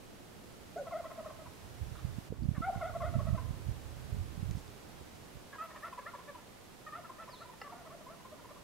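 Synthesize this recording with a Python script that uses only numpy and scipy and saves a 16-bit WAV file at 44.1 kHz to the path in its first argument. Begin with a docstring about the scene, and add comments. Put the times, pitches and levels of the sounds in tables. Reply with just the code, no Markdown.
"""Wild turkey in a pine forest

A turkey gobbles five times from some way off. Pushes of air through its syrinx make a rattle of short
yelps and gulps around a few long slurs and warbles; a sharp putt opens the last gobble. A small bird
calls once, and the trunks scatter a faint echo over soft air noise and hiss. Wind eddies buffet the
right microphone, mostly in the first half; a bump, ticks and rustles sound close by."""
import sys
import numpy as np
from scipy import signal
from scipy.fft import rfft, irfft
from scipy.io import wavfile
from scipy.ndimage import map_coordinates

SR = 44100
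rng = np.random.default_rng(int(sys.argv[2]) if len(sys.argv) > 2 else 0)


def generate_wav(sig):
    """Save sig (samples, or channels by samples) to the path in sys.argv[1] as 16-bit PCM at SR."""
    pcm = np.round(np.clip(np.atleast_2d(sig).T, -1, 1) * 32767).astype(np.int16)
    wavfile.write(sys.argv[1], SR, pcm)


N = 380583
TIME = np.arange(N) / SR

# Background air. Each row: frequency in Hz, relative spectral density in dB.
AIR_SPECTRUM = [(15, -13), (25, -8), (126, -4.5), (204, -5), (421, -7.5), (614, -10.5), (919, -14),
                (1170, -16), (1660, -18.5), (2300, -20.5), (3000, -21.5), (12500, -30), (15500, -34.5)]
# The air's upper band and its low band. Each row: time in seconds, gain in dB.
HISS_GAIN = [(0, 1), (1.9, 3), (2.28, 3), (2.3, -4), (2.45, -2), (2.7, 3), (4.55, 3), (6.1, 1.5), (8.63, 1)]
MURMUR_GAIN = [(0, 3), (.45, 3), (1.2, 1.5), (5.3, 2.5), (5.55, -1), (7, -0.5), (8.63, 0)]
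# Wind buffets. Each row: start in seconds, length in seconds, eddy level in dB.
WIND_BUFFETS = [(1.815, .02, -28), (1.88, .01, -32), (2.047, .01, -21.5), (2.182, .008, -24.5),
                (2.302, .03, -29.5), (2.419, .04, -25.5), (2.486, .01, -14.5), (2.512, .005, -24),
                (2.578, .018, -21), (2.757, .03, -25.5), (3.153, .045, -20.5), (3.251, .06, -24),
                (3.327, .02, -17.5), (3.491, .02, -27), (3.666, .05, -26.5), (4.125, .03, -25),
                (4.164, .06, -28.5), (4.374, .03, -28.5), (4.426, .015, -21.5), (4.491, .02, -24.5),
                (4.55, .025, -25), (5.006, .02, -40), (5.353, .02, -39.5)]
# Quickness of the eddies as the wind rises and eases. Each row: time in seconds, frequency in Hz.
EDDY_FREQUENCY = [(2.1, 99), (2.35, 137), (2.5, 129), (2.75, 110), (3.2, 114), (3.7, 97), (5.4, 89.5)]
# Rumble between buffets. Each row: time in seconds, level in dB.
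RUMBLE_LEVEL = [(0, -67), (1.1, -59.5), (1.55, -54.5), (1.85, -44), (2.1, -39.5), (2.25, -53.5),
                (2.42, -35.5), (2.7, -43.5), (2.95, -42), (3.3, -34), (3.6, -43.5), (3.95, -43.5),
                (4.2, -40), (4.55, -41.5), (4.75, -60), (5.35, -58), (5.5, -69), (8.63, -87)]
# Colour of that rumble. Each row: frequency in Hz, relative spectral density in dB.
RUMBLE_SPECTRUM = [(15, -38), (35, -6), (65, 1.5), (120, 1.5), (200, -13), (350, -25.5),
                   (800, -89), (3000, -85)]
# Rustles. Each row: start in seconds, length in seconds, level in dB, centre in Hz, width in Hz.
NEAR_RUSTLES = [(0.772, 0.029, -65, 6700, 900), (1.918, 0.11, -60, 1240, 500),
                (1.92, 0.11, -70, 3600, 1200), (2.297, 0.11, -67, 1190, 700),
                (4.54, 0.086, -65, 6000, 7000), (5.6, 0.073, -68, 13000, 4000),
                (5.78, 0.12, -69, 10900, 6000)]
# Dry ticks. 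Each row: start in seconds, level in dB, centre in Hz, width in Hz, decay in seconds.
DRY_TICKS = [(2.432, -55.5, 4650, 400, 0.0027), (4.511, -38.5, 2780, 7000, 0.0012),
             (4.679, -46.5, 2980, 3500, 0.0017)]
# The small bird's call. Each row: time in seconds, pitch in Hz, level in dB.
BIRD_CALL = [(7.28, 5450, -80), (7.305, 5020, -65), (7.345, 4020, -57.5), (7.37, 3320, -64),
             (7.376, 3710, -76), (7.382, 4020, -61), (7.41, 4200, -66), (7.44, 4050, -66),
             (7.46, 4100, -82)]
# Resonances of the putt. Each row: frequency in Hz, relative level in dB, 60 dB decay time in seconds.
PUTT_MODES = [(486, -13, 0.066), (815, -1, 0.023), (1090, -8, 0.021), (1300, -6, 0.047), (1720, -11, 0.045),
              (2000, -3.5, 0.031), (2800, -5, 0.021), (4500, -8, 0.016), (5170, -12, 0.022)]
# Throat resonances. Each row: centre in Hz, width in Hz, relative level in dB.
THROAT_MODES = [(676, 92, -11), (1108, 130, 10.5), (1340, 280, -5), (1710, 300, -7), (2200, 780, -9.5),
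                (3400, 730, -32)]
# How strongly a harmonic carries. Each row: frequency in Hz, mellow gain in dB, harsh gain in dB.
VOICE_RESPONSE = [(485, -15, -21.5), (557, -14, 1), (610, 0.5, -5), (664, 0.5, -8), (710, -2.5, -9.5),
                  (790, -2, 4), (880, -9, 9.5), (1020, -0.5, 4.5), (1134, -3.5, -7.5), (1197, -10.5, -5),
                  (1320, -14, 1.5), (1430, -12.5, -2.5), (1520, -17, -27), (1653, -32, -3), (1870, -24, -4),
                  (1907, -24, -10.5), (2150, -21, -18), (2140, -27, -14.5), (2750, -42, -24),
                  (3400, -35, -29), (4200, -46, -40)]
# The voice of each gobble. Each row: start in seconds, harshness 0-1, gains in dB of fundamental,
# third harmonic and rasp, lead-in pitch in Hz, lead-in gain in dB.
GOBBLE_VOICES = [(.7, 0, -2, 1.5, 0, 535, -3), (2.5, 0.07, -1, 0.5, -4, 551, -2.5),
                 (5.5, 0.94, -3, -1.5, 0, 502.5, -2.5), (6.8, 0.92, -2, -5.5, -7, 505, -3.5),
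                 (7.6, 0.28, -1, -2, 1.5, 515, 3)]
# Clucks that open a gobble. Each row: start in seconds, length in seconds, pitch in Hz, level in dB,
# roughness 0-1, third-harmonic gain in dB.
CLUCK_NOTES = [(2.546, 0.039, 601, -49, 0.94, 12), (5.528, .034, 555, -55, 0.4, 9.5),
               (6.866, 0.027, 624, -43.5, .09, -0.5), (7.641, 0.04, 588, -46.5, .23, 7)]
# Short arched yelps. Each row: start in seconds, length in seconds, pitch in Hz, level in dB,
# roughness 0-1.
YELP_NOTES = [(0.867, .021, 662, -41.5, 0.1), (1.054, 0.018, 653, -39.5, .05), (1.113, .011, 644, -42, 0),
              (1.176, .035, 647, -43.5, 0.3), (1.258, 0.019, 622, -43, 0.2),
              (1.305, 0.01, 638, -44.5, 0.24), (1.39, 0.035, 642, -49, 0.2), (2.705, .03, 708, -58, .4),
              (2.751, 0.023, 724, -40, 0.14), (2.951, 0.02, 677, -38.5, .1), (3.138, 0.022, 660, -40, 0.1),
              (3.203, .011, 637, -40.5, 0.2), (3.268, 0.029, 643, -41.5, 0.23),
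              (3.345, 0.019, 646, -42, 0.15), (5.701, 0.021, 613, -54, 0.62), (5.756, .021, 608, -49, 0.6),
              (5.988, 0.012, 562, -48, 0.2), (6.148, .014, 566, -48.5, 0), (6.193, 0.014, 536, -52, 0.33),
              (6.278, 0.029, 575, -48.5, 0.1), (7.047, 0.019, 674, -52.5, .5),
              (7.289, 0.012, 594, -50, 0.2), (7.751, 0.075, 713, -53.5, 0.54),
              (7.859, 0.026, 643, -49.5, .3), (8.007, 0.026, 620, -53.5, .4),
              (8.317, 0.028, 614, -50.5, 0.2), (8.504, 0.018, 595, -52, .1), (8.57, 0.014, 576, -58, .35)]
# Long notes with two crests. Each row: start in seconds, length in seconds, pitch in Hz, level in dB,
# lead-in level in dB.
WARBLE_NOTES = [(0.922, 0.087, 679.4, -39, -44), (2.812, 0.091, 691, -36, -48),
                (3.017, .076, 669, -37.5, -37)]
# Low gulps, heard mostly in their octave. Each row: start in seconds, pitch in Hz, level in dB.
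GULP_NOTES = [(1.458, 502, -52.5), (3.375, 511, -43.5), (5.925, 515, -49.5), (6.021, 527, -57.5),
              (6.346, 504, -53.5), (6.38, 462, -64), (7.091, 522, -51.5), (7.328, 500, -57),
              (7.445, 496, -60), (7.486, 498, -57), (7.53, 457, -62.5), (7.722, 457, -49), (7.98, 501, -63),
              (8.194, 496, -56.5), (8.247, 513, -51), (8.388, 465, -55.5), (8.444, 499, -53)]
# Long notes that climb and turn rough. Each row: start in seconds, length in seconds, base and top
# pitch in Hz, lateness of the top (1 is usual), level in dB, final roughness 0-1, lean from octave
# to fundamental in dB, third-harmonic gain in dB.
SLUR_NOTES = [(.76, 0.044, 643, 740, 1.2, -43.5, 0.16, -3, -3),
              (2.618, .087, 652, 774, 1.25, -38, 0.11, 13, 1),
              (5.584, 0.0815, 623, 671, 1.26, -47.5, 0.36, 11.5, -1),
              (5.823, 0.066, 569.5, 697, 1, -47.5, 0.64, 4, 5),
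              (6.056, 0.05, 557, 705, 1, -49.5, 0.38, 4, 4),
              (6.923, .08, 595.4, 716, 1.4, -50, 0.46, 12.5, 5),
              (7.18, .064, 555, 680, 0.73, -50.5, 0.68, 4, 3),
              (7.402, 0.043, 554, 692, 1, -52.5, 0.5, 1, 0),
              (7.695, 0.052, 547, 733, 1.16, -53.5, .4, 11.5, 2),
              (7.9, 0.059, 532, 682, 1.07, -52, 0.38, 4.5, 3),
              (8.063, 0.091, 502.5, 684, 1.4, -53.5, 0.43, -3, 0)]
# Slides in the first gobble. Each row: start and length in seconds, first and last Hz, level in dB.
SLIDE_NOTES = [(0.757, 0.02, 450, 394, -49.5), (0.784, .044, 612, 525, -41.5)]
# Pitch in semitones at even steps through a yelp, a low note and a cluck.
YELP_ARCH = [-0.18, 0.23, -0.86]
LOW_SAG = [0.77, -0.24, 0]
CLUCK_DROP = [0, 0, 0, -.2, -2.1]
# A warble at even steps. Each row: pitch shift in semitones, gain in dB.
WARBLE_SHAPE = [(0.5, 2), (0.2, 2.5), (-1.9, -0.5), (-1, 0.5), (-0.5, 2), (1.57, -2), (0.7, -1.5),
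                (0.5, -5), (-2, -1)]
# A slur at even steps. Each row: share of the way from base to top pitch, gain in dB.
SLUR_SHAPE = [(.05, -4.5), (.17, 2), (.7, 2.5), (.9, 3), (0.99, -.5), (.88, -.5), (.1, -6.5)]


def undb(db):
    """Amplitude grows tenfold with every 20 dB."""
    return 10 ** (np.asarray(db) / 20)


def shifted(hz, semitones):
    """Frequency doubles with every twelve semitones."""
    return hz * 2 ** (np.asarray(semitones) / 12)


def unit(x):
    """Normalisation to rms 1."""
    return x / np.sqrt(np.mean(x ** 2) + 1e-20)


def curve(rows, column=1):
    """Linear interpolation of a table column over time."""
    rows = np.array(rows)
    return np.interp(TIME, rows[:, 0], rows[:, column])


def contour(steps, along):
    """Spline interpolation of even steps at progress 0-1."""
    return map_coordinates(np.array(steps, float), [along * (len(steps) - 1)], order=2, mode="nearest")


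def add(out, s, x):
    """Superposition of x on out from time s."""
    i = max(int(s * SR), 0)
    out[i:i + len(x)] += x[:max(N - i, 0)]


def resonate(x, hz, width_hz):
    """Two like resonators in series, each width_hz wide, with gain 1 at the centre."""
    b, a = signal.iirpeak(hz, hz / width_hz, fs=SR)
    return signal.lfilter(b, a, signal.lfilter(b, a, x))


def wander(size, rate):
    """Smooth random modulation through rate values a second."""
    at = np.arange(size) * rate / SR
    return map_coordinates(rng.standard_normal(int(at[-1]) + 4), [at + 1], order=2, mode="nearest")


def coloured(spectrum):
    """Spectral shaping of white noise; rms 1."""
    hz, db = np.transpose(spectrum)
    bins_hz = np.arange(N // 2 + 1) * SR / N
    gain = undb(np.interp(np.log(bins_hz + 1), np.log(hz), db))
    return unit(irfft(rfft(rng.standard_normal(N)) * gain, N))


def pan(x, left_db):
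    """Direction by level difference, left minus right."""
    return x * undb(np.array([[left_db], [-left_db]]) / 2)


def air(level_db=-55, shared=.15, split_hz=450):
    """Partly coherent noise: a low murmur that sinks in the second half, and a hiss that dips briefly."""
    common = np.sqrt(shared) * coloured(AIR_SPECTRUM)
    noise = np.array([np.sqrt(1 - shared) * coloured(AIR_SPECTRUM) + common for _ in range(2)])
    low = signal.sosfiltfilt(signal.butter(2, split_hz, fs=SR, output="sos"), noise)
    hiss = (noise - low) * undb(curve(HISS_GAIN))
    murmur = low * undb(curve(MURMUR_GAIN) + .1 * wander(N, 7.1))
    return pan(hiss + murmur, left_db=-2.5) * undb(level_db)


def buffeting(gap_s=.01566, scatter_db=2, churn_db=2):
    """Turbulence at a microphone port: each eddy is a sharp suction between two swells, over a rumble."""
    out, t = np.zeros(N), np.arange(-SR // 50, SR // 50) / SR
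    for s, length, db in WIND_BUFFETS:
        hz = np.interp(s, *np.transpose(EDDY_FREQUENCY))
        for k, (late, size, pitch) in enumerate(rng.standard_normal((8, 3))):
            if k * gap_s < length:
                u = (np.pi * t * hz * np.exp(.15 * pitch)) ** 2
                eddy = (2 * u - 1) * np.exp(-u)
                follower = k > 0  # eddies after the first come unevenly
                centre_s = s + .0045 + k * gap_s + .0034 * late * follower
                add(out, centre_s + t[0], eddy * undb(db + scatter_db * size * follower))
    return out + undb(curve(RUMBLE_LEVEL) + churn_db * wander(N, 14)) * coloured(RUMBLE_SPECTRUM)


def wind(leak_db=-15, sheltered_db=-20, lag_s=.0031):
    """Sheltering: the right port faces the wind; the left feels it later, with weak eddies of its own."""
    right = buffeting()
    left = undb(leak_db) * np.roll(right, int(lag_s * SR)) + undb(sheltered_db) * buffeting()
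    return np.array([left, right])


def rustles(grain_db=3):
    """Random amplitude modulation turns bands of noise into faint grainy swishes."""
    out = np.zeros(N)
    for s, length, db, hz, width in NEAR_RUSTLES:
        size = int(length * SR)
        grains = rng.standard_normal(size) * undb(grain_db * wander(size, 304))
        add(out, s, unit(resonate(grains, hz, width)) * np.hanning(size) ** .5 * undb(db))
    return out


def ticks():
    """Noise bursts with a fast exponential decay excite a resonance: tiny dry ticks."""
    out, t = np.zeros(N), np.arange(SR // 20) / SR
    for s, db, hz, width, decay in DRY_TICKS:
        tick = resonate(rng.standard_normal(len(t)) * np.exp(-t / decay), hz, width)
        add(out, s, tick * undb(db) / np.abs(tick).max())
    return out


def bump(s=2.323, level_db=-36, hz=450, rise_s=.0043):
    """One heavily damped mode swells and dies: a soft hollow bump."""
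    out, t = np.zeros(N), np.arange(SR // 16) / SR
    ring = np.sin(2 * np.pi * hz * t) * t * np.exp(-2 * t / rise_s)
    add(out, s, ring * undb(level_db) / np.abs(ring).max())
    return out


def forest_echo(x, t60_s=1, level_db=-6, early_s=.023, early_db=7, shared=.51):
    """Scattering by trunks: a quick cluster of reflections, then a thin tail."""
    t = np.arange(SR) / SR
    onset = np.clip(t / .0019 - .5, 0, 1)
    fade = undb(-60 * t / t60_s) * (1 + undb(early_db) * np.exp(-t / early_s)) * onset
    common = rng.standard_normal(SR)
    tails = [fade * (shared * common + (1 - shared) * rng.standard_normal(SR)) for _ in range(2)]
    return undb(level_db) * np.array([signal.fftconvolve(x, h / np.linalg.norm(h))[:N] for h in tails])


def small_bird(depth_hz=220, rate_hz=66, echo_s=.013, echo_db=-8, gain_db=-1):
    """Frequency modulation: a whistle falls and then warbles, doubled by a near reflection."""
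    warble = depth_hz * np.sin(2 * np.pi * rate_hz * TIME) * (TIME > BIRD_CALL[4][0])
    phase = 2 * np.pi * np.cumsum(curve(BIRD_CALL) + warble) / SR
    sounding = (TIME > BIRD_CALL[0][0]) & (TIME < BIRD_CALL[-1][0])
    song = np.sqrt(2) * np.sin(phase) * undb(curve(BIRD_CALL, column=2) + gain_db) * sounding
    return song + undb(echo_db) * np.roll(song, int(echo_s * SR))


def putt(s=7.615, level_db=-34, push_s=.002):
    """Free decay: one short push rings a stack of damped resonances, giving a sharp cluck."""
    out, t = np.zeros(N), np.arange(SR // 8) / SR
    ring = sum(undb(db - 60 * t / t60) * np.sin(2 * np.pi * (hz * t + rng.random()))
               for hz, db, t60 in PUTT_MODES)
    ring = ring * (1 - np.exp(-t / push_s)) * (1 + .27 * wander(len(t), 720))
    add(out, s, ring * undb(level_db) / np.abs(ring).max())
    return out


def voice_at(s):
    """The voice settings of the gobble at time s."""
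    return GOBBLE_VOICES[max(sum(row[0] <= s for row in GOBBLE_VOICES) - 1, 0)][1:]


def push(length, edge_s=.009, swell_db=.5):
    """Airflow sets the envelope: the progress 0-1 and gain of one push, strongest in its middle."""
    t = np.arange(int((length + edge_s) * SR)) / SR - edge_s / 2
    along = np.clip(t / length, 0, 1)
    gate = np.sin(np.pi / 2 * np.clip(np.minimum(t, length - t) / edge_s + .5, 0, 1)) ** 2
    return along, gate * undb(swell_db * (np.sin(np.pi * along) - 2 / np.pi))


def slide(length, start_hz, end_hz, jitter=.019):
    """Biphonation: the other side of the syrinx sounds a nearly pure falling tone."""
    along, envelope = push(length)
    hz = (start_hz + (end_hz - start_hz) * along) * (1 + jitter * wander(len(along), 390))
    return envelope * np.sqrt(2) * np.sin(2 * np.pi * np.cumsum(hz) / SR)


def rasp(phase, harsh, harsh_db_per_octave=4, slip=.22, scatter_db=2):
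    """Impulse excitation: the membranes slap about every third cycle and ring the throat; rms 1."""
    count = np.floor(phase / (6 * np.pi) + slip * wander(len(phase), 200))
    slaps = np.diff(count, prepend=phase[0] // (6 * np.pi)) > 0
    pulses = slaps * undb(scatter_db * rng.standard_normal(len(phase)))
    return unit(sum(undb(db + harsh * harsh_db_per_octave * np.log2(hz)) * resonate(pulses, hz, 2 * width)
                    for hz, width, db in THROAT_MODES))


def note(s, length, pitches, levels_db, rough, lean_db=0, bright_db=0, body_db=0, roughen=0,
         jitter=.014, flutter_db=2.4):
    """Source and filter: harmonics of the syrinx flare and fade as they sweep through resonances."""
    harsh, first_db, third_db, rasp_db, _, _ = voice_at(s)
    along, envelope = push(length)
    hz, db = contour(pitches, along), contour(levels_db, along)
    rough = rough * (1 - roughen * (1 - along))
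    unsteady_hz = hz * (1 + jitter * (1 + 2 * rough) * wander(len(hz), 382))
    phase = 2 * np.pi * (np.cumsum(unsteady_hz) / SR + rng.random())
    at_hz, mellow_db, harsh_db = np.transpose(VOICE_RESPONSE)
    response_db = mellow_db + harsh * (harsh_db - mellow_db)
    first, second, third, *upper = (np.interp(k * hz, at_hz, response_db) for k in range(1, 7))
    lean = lean_db * (2 * along - 1)  # if positive, the octave leads and the fundamental swells late
    partials_db = [first + first_db + body_db + lean, second - lean, third + third_db + bright_db, *upper]
    tone = sum(undb(partial_db + flutter_db * wander(len(hz), 104)) * np.sin(k * phase)
               for k, partial_db in enumerate(partials_db, 1))
    # In a rough note a slower beat splits each harmonic into sidebands.
    beat = .99 * np.cos(phase * 2 / 3 + .7 * wander(len(hz), 150))
    rattle = rasp(phase, harsh) * undb(rasp_db) * np.hypot(undb(second), undb(third))
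    return envelope * undb(db) * (np.sqrt(2) * tone * (1 + rough * beat) + rough * rattle)


def turkey(early_s=.004, lead_s=.018, overlap_s=.005, gulp_s=.017, low_rough=.26):
    """Pulsed airflow breaks each gobble into notes; yelps and warbles scoop up from a low lead-in."""
    out, leads = np.zeros(N), []
    for s, length, hz, db, rough, bright_db in CLUCK_NOTES:
        cluck = note(s, length, shifted(hz, CLUCK_DROP), [db, db], rough,
                     bright_db=bright_db, body_db=-8.5)  # thin fundamental
        add(out, s - early_s, cluck)
    for s, length, hz, db, rough in YELP_NOTES:
        add(out, s - early_s, note(s, length, shifted(hz, YELP_ARCH), [db, db], rough))
        leads.append((s, db + 8.5 - 880 * length))  # a shorter yelp puts more air into its lead-in
    semitones, warble_db = np.transpose(WARBLE_SHAPE)
    for s, length, hz, db, lead_db in WARBLE_NOTES:
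        add(out, s - early_s, note(s, length, shifted(hz, semitones), db + warble_db, rough=.045))
        leads.append((s, lead_db))
    for s, db in leads:
        *_, hz, gain_db = voice_at(s)
        lead_in = note(s, lead_s, shifted(hz, LOW_SAG), [db + gain_db] * 2, low_rough)
        add(out, s - early_s - lead_s + overlap_s, lead_in)
    for s, hz, db in GULP_NOTES:
        add(out, s - early_s, note(s, gulp_s, shifted(hz, LOW_SAG), [db, db], low_rough))
    climb, slur_db = np.transpose(SLUR_SHAPE)
    steps = np.linspace(0, 1, len(SLUR_SHAPE))
    for s, length, base_hz, top_hz, late, db, rough, lean_db, bright_db in SLUR_NOTES:
        pitches = base_hz + (top_hz - base_hz) * np.interp(steps ** late, steps, climb)
        slur = note(s, length, pitches, db + slur_db, rough, lean_db, bright_db, roughen=.96)
        add(out, s - early_s, slur)
    for s, length, start_hz, end_hz, db in SLIDE_NOTES:
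        add(out, s - early_s, slide(length, start_hz, end_hz) * undb(db))
    return out


def scene():
    """Superposition: birds straight ahead with their echo, small dry sounds close by, wind and air."""
    calls = turkey() + putt() + small_bird()
    distant = pan(calls, left_db=.11) + forest_echo(calls)
    close = pan(ticks() + bump() + rustles(), left_db=-5)
    return distant + close + wind() + air()


def record(dry, top_hz=15700):
    """Band limiting: a steep low-pass filter cuts the top."""
    return signal.sosfilt(signal.ellip(10, .1, 70, top_hz, fs=SR, output="sos"), dry)


dry = scene()
out = record(dry)
generate_wav(out)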